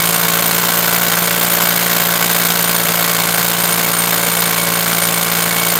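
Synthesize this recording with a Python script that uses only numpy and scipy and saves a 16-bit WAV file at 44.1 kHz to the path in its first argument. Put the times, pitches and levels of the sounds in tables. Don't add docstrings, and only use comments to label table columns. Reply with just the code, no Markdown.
import sys
import numpy as np
from scipy import signal
from scipy.fft import rfft, irfft, next_fast_len
from scipy.io import wavfile
from scipy.ndimage import map_coordinates

SR = 44100
rng = np.random.default_rng(int(sys.argv[2]) if len(sys.argv) > 2 else 0)


def generate_wav(sig):
    pcm = np.round(np.clip(np.atleast_2d(sig).T, -1, 1) * 32767).astype(np.int16)
    wavfile.write(sys.argv[1], SR, pcm)


N = 255337


def undb(db):
    return 10 ** (np.asarray(db) / 20)


def level(x, db):
    return x * undb(db) / np.sqrt(np.mean(x ** 2))


def curves(table):
    s, *columns = np.transpose(table)
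    return [np.interp(np.arange(N) / SR, s, c) for c in columns]


def noise():
    return rng.standard_normal(N)


def filtered(x, response):
    size = next_fast_len(N + SR // 4)
    hz = np.maximum(np.arange(size // 2 + 1) * SR / size, 1)
    return irfft(rfft(x, size) * response(hz), size)[:N]


def colour(x, points):
    hz, db = np.transpose(points)
    return filtered(x, lambda f: undb(np.interp(np.log(f), np.log(hz), db)))


def resonate(x, modes):
    def response(f):
        return sum(undb(db) / (1 + 1j * (f * f - hz * hz) / (f * width)) for hz, width, db in modes)
    return filtered(x, response)


def bend(x, soft_hz, slow_hz, order=8):
    def response(f):
        delay = ((slow_hz - 1j * f) / (slow_hz + 1j * f)) ** order
        return delay / (1 + 1j * f / soft_hz) ** 2
    return filtered(x, response)


def fade(hits, decay_s):
    return signal.lfilter([1], [1, -np.exp(-1 / (decay_s * SR))], hits)


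def chatter(spread_db, size=16):
    force = undb(spread_db * rng.standard_normal(N // size + 1))
    return noise() * np.repeat(force, size)[:N]


def walk(rate):
    steps = np.arange(N) / SR * rate
    return map_coordinates(rng.standard_normal(N // 100), [steps], order=3, mode="mirror")


def effort(sag, start_db, db_per_s, db_per_sag=0):
    return undb(start_db + db_per_s * np.arange(N) / SR + db_per_sag * sag)


# t/s, stroke rate f/Hz
STROKE_RATE = [(0.0, 56.78), (0.47, 57.13), (0.8, 57.95), (1.19, 57.58), (1.63, 58.03), (1.98, 57.62),
               (2.53, 57.72), (3.22, 56.87), (3.45, 57.5), (4.17, 57.33), (4.28, 57.46), (4.59, 56.85),
               (5.04, 57.09), (5.29, 56.87), (5.79, 57.46)]
USUAL_STROKE_HZ = 57.3
TURNS_PER_STROKE = 3 / 17


def motor_cycle():
    hz, = curves(STROKE_RATE)
    phase = np.cumsum(hz) / SR + .146
    turn = phase * TURNS_PER_STROKE - .1
    return phase, turn, USUAL_STROKE_HZ - hz


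# lobes per turn, level/dB, angle of the hardest blow/turns
BITE = [(1, 1.26, 0.4), (2, 3.5, 0.34), (3, 2, 0.2)]


def bite(turn):
    return sum(db * np.cos(2 * np.pi * round(lobes) * (turn - angle)) for lobes, db, angle in BITE)


# multiple of the stroke rate, rms level/dB before the swell
SHAKE = [(1, -54.5), (2, -38.5), (3, -26.5), (4, -40), (5, -42), (6, -46), (7, -54)]


def shake(phase, turn):
    buzz = sum(level(np.sin(2 * np.pi * round(k) * (phase - .3)), db) for k, db in SHAKE)
    return buzz * undb(0.38 * bite(turn - .06))


# f/Hz, relative level/dB
WHIRR = [(25, -17), (95, -15), (140, 5), (190, 6), (320, 2), (600, 7), (1400, 3), (2600, 0.5), (4000, -4),
         (5500, -6), (8000, -3), (13500, 0), (16000, -23)]
GEAR_TEETH = 19


def drive_train(phase, turn, sag):
    grinding = undb(.5 * bite(turn - .05))
    whirr = level(colour(chatter(spread_db=4.5), WHIRR) * grinding, -23.0)
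    tooth_tone = level(np.cos(2 * np.pi * GEAR_TEETH * phase), 0)
    gear = tooth_tone * effort(sag, start_db=-40.5, db_per_s=0.3, db_per_sag=8)
    return whirr - gear


def contacts(phase, at, scatter_db, jitter_s):
    strokes = np.arange(np.ceil(phase[-1]))
    chance = rng.standard_normal((len(strokes), 2))
    place = np.interp(strokes + at, phase, np.arange(N), left=-SR, right=2 * N)
    place = place + jitter_s * SR * chance[:, 0]
    inside = (place >= 0) & (place < N)
    return np.bincount(place[inside].astype(int), undb(scatter_db * chance[inside, 1]), N)


PISTON_AT, CATCH_AT, BLOW_AT = .079, .225, .538


def hammer_contacts(phase, turn):
    piston = contacts(phase, at=PISTON_AT, scatter_db=1.5, jitter_s=.00002)
    catch = contacts(phase, at=CATCH_AT, scatter_db=1.55, jitter_s=.00005)
    strike = contacts(phase, at=BLOW_AT, scatter_db=0.0, jitter_s=.00006)
    blow = contacts(phase, at=BLOW_AT, scatter_db=1.34, jitter_s=.00003) * undb(bite(turn))
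    return piston, catch, strike, blow


def striker_rattle(catch, blow):
    striker = level(fade(catch, decay_s=0.0043), 0)
    grit = level(fade(blow, decay_s=0.0088), -4.5)
    power = fade(striker ** 2 + grit ** 2, decay_s=0.00049)
    return chatter(spread_db=0.34) * np.sqrt(power)


# f/Hz, width/Hz, relative level/dB
HOUSING = [(460.7, 14, -8.5), (580, 70, 2), (728, 56, 1), (812, 63, -17), (964, 156, -2), (1091, 98, -0.5),
           (1188, 44, -10), (1365, 81, 1), (1488, 146, -2), (1670, 43, -4.5), (1942, 180, -6.5),
           (2090, 41, -7), (3120, 230, -11.5), (3900, 290, -6.5)]


def housing_boom(piston, catch, blow, rattle, sag):
    force = level(blow, 0) - level(piston, -0.7) - level(catch, -2.1)
    crunch = noise() * fade(blow, decay_s=0.0016)
    rough = level(rattle, -9.0) + level(crunch, -5.5)
    rough = colour(rough, [(400, -8.5), (1500, 1.5), (5000, -1.5), (12000, -22)])
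    push = bend(force, soft_hz=2600, slow_hz=710) + rough
    return level(resonate(push, HOUSING), -0.44) * effort(sag, start_db=-20.5, db_per_s=-0.17)


# f/Hz, relative level/dB
RATTLE = [(100, -11), (350, -7.5), (700, 0.5), (1500, -0.5), (2600, 0.5), (3500, 1), (4600, -3.5),
          (5500, -1.5), (7000, 0.5), (10400, -8), (13500, -3), (16000, -10)]
# f/Hz, width/Hz, relative level/dB
CHUCK = [(2730, 180, -9), (3100, 180, -4.5), (3620, 190, -2.5), (4180, 82, 0.5), (4386, 43, 2.5),
         (4820, 107, -1), (4925, 74, -10.5), (6360, 81, -4), (6740, 41, 2.5), (7600, 29, 4),
         (11600, 92, 0.5), (13210, 92, -7), (13500, 150, -3.5), (14450, 200, 0)]
# f/Hz, relative level/dB
TICK = [(500, -29), (2500, -1.5), (5000, -11), (7300, 2), (10000, 2), (13000, 6), (16000, -12.5)]


def clatter(rattle, strike, sag):
    hiss = level(colour(rattle, RATTLE), -0.9)
    ringing = level(resonate(rattle, CHUCK), -6.5)
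    tick = level(colour(noise() * fade(strike, decay_s=0.0009), TICK), -3)
    return (hiss + ringing + tick) * effort(sag, start_db=-20, db_per_s=-0.17)


# f/Hz, width/Hz, relative level/dB
GEAR_CASE = [(2220, 28, 5), (2245, 17, -2)]


def gear_case_ring(rattle, sag):
    gain = effort(sag, start_db=-34.0, db_per_s=.5, db_per_sag=2.2)
    return level(resonate(rattle, GEAR_CASE), 0) * gain


# f/Hz, width/Hz, relative level/dB
STONE = [(1496, 39, 0)]


def stone_ring(rattle, sag):
    gain = effort(sag, start_db=-35, db_per_s=-1.5, db_per_sag=-7)
    return level(resonate(rattle, STONE), 0) * gain


# f/Hz, width/Hz, relative level/dB
BIT_LOW = [(8990, 34, 0)]
BIT_HIGH = [(12170, 36, -9), (14360, 67, -1.5)]
# t/s, level/dB
LOW_RING = [(0, -28.5), (2.3, -29.5), (2.9, -27.5), (4.4, -24.8), (5.2, -28), (5.79, -31)]
LOW_FLUTTER_DB, HIGH_FLUTTER_DB, FLUTTER_PER_S = 2.5, 0.7, 11


def bit_ring(rattle, sag):
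    low = level(resonate(rattle, BIT_LOW), 0) * undb(curves(LOW_RING)[0])
    high_gain = effort(sag, start_db=-21.5, db_per_s=-.5, db_per_sag=-1.9)
    high = level(resonate(rattle, BIT_HIGH), 0) * high_gain
    low_flutter = undb(LOW_FLUTTER_DB * walk(FLUTTER_PER_S))
    high_flutter = undb(HIGH_FLUTTER_DB * walk(FLUTTER_PER_S))
    return low * low_flutter + high * high_flutter


def scene():
    phase, turn, sag = motor_cycle()
    running = shake(phase, turn) + drive_train(phase, turn, sag)
    piston, catch, strike, blow = hammer_contacts(phase, turn)
    rattle = striker_rattle(catch, blow)
    housing = housing_boom(piston, catch, blow, rattle, sag)
    steel = clatter(rattle, strike, sag) + gear_case_ring(rattle, sag) + bit_ring(rattle, sag)
    return running + housing + steel + stone_ring(rattle, sag)


TOP_HZ = 15750


def record(dry):
    rounded = np.tanh(dry)
    top_cut = signal.ellip(10, .1, 85, TOP_HZ, fs=SR, output="sos")
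    return signal.sosfilt(top_cut, rounded)


dry = scene()
out = record(dry)
generate_wav(out)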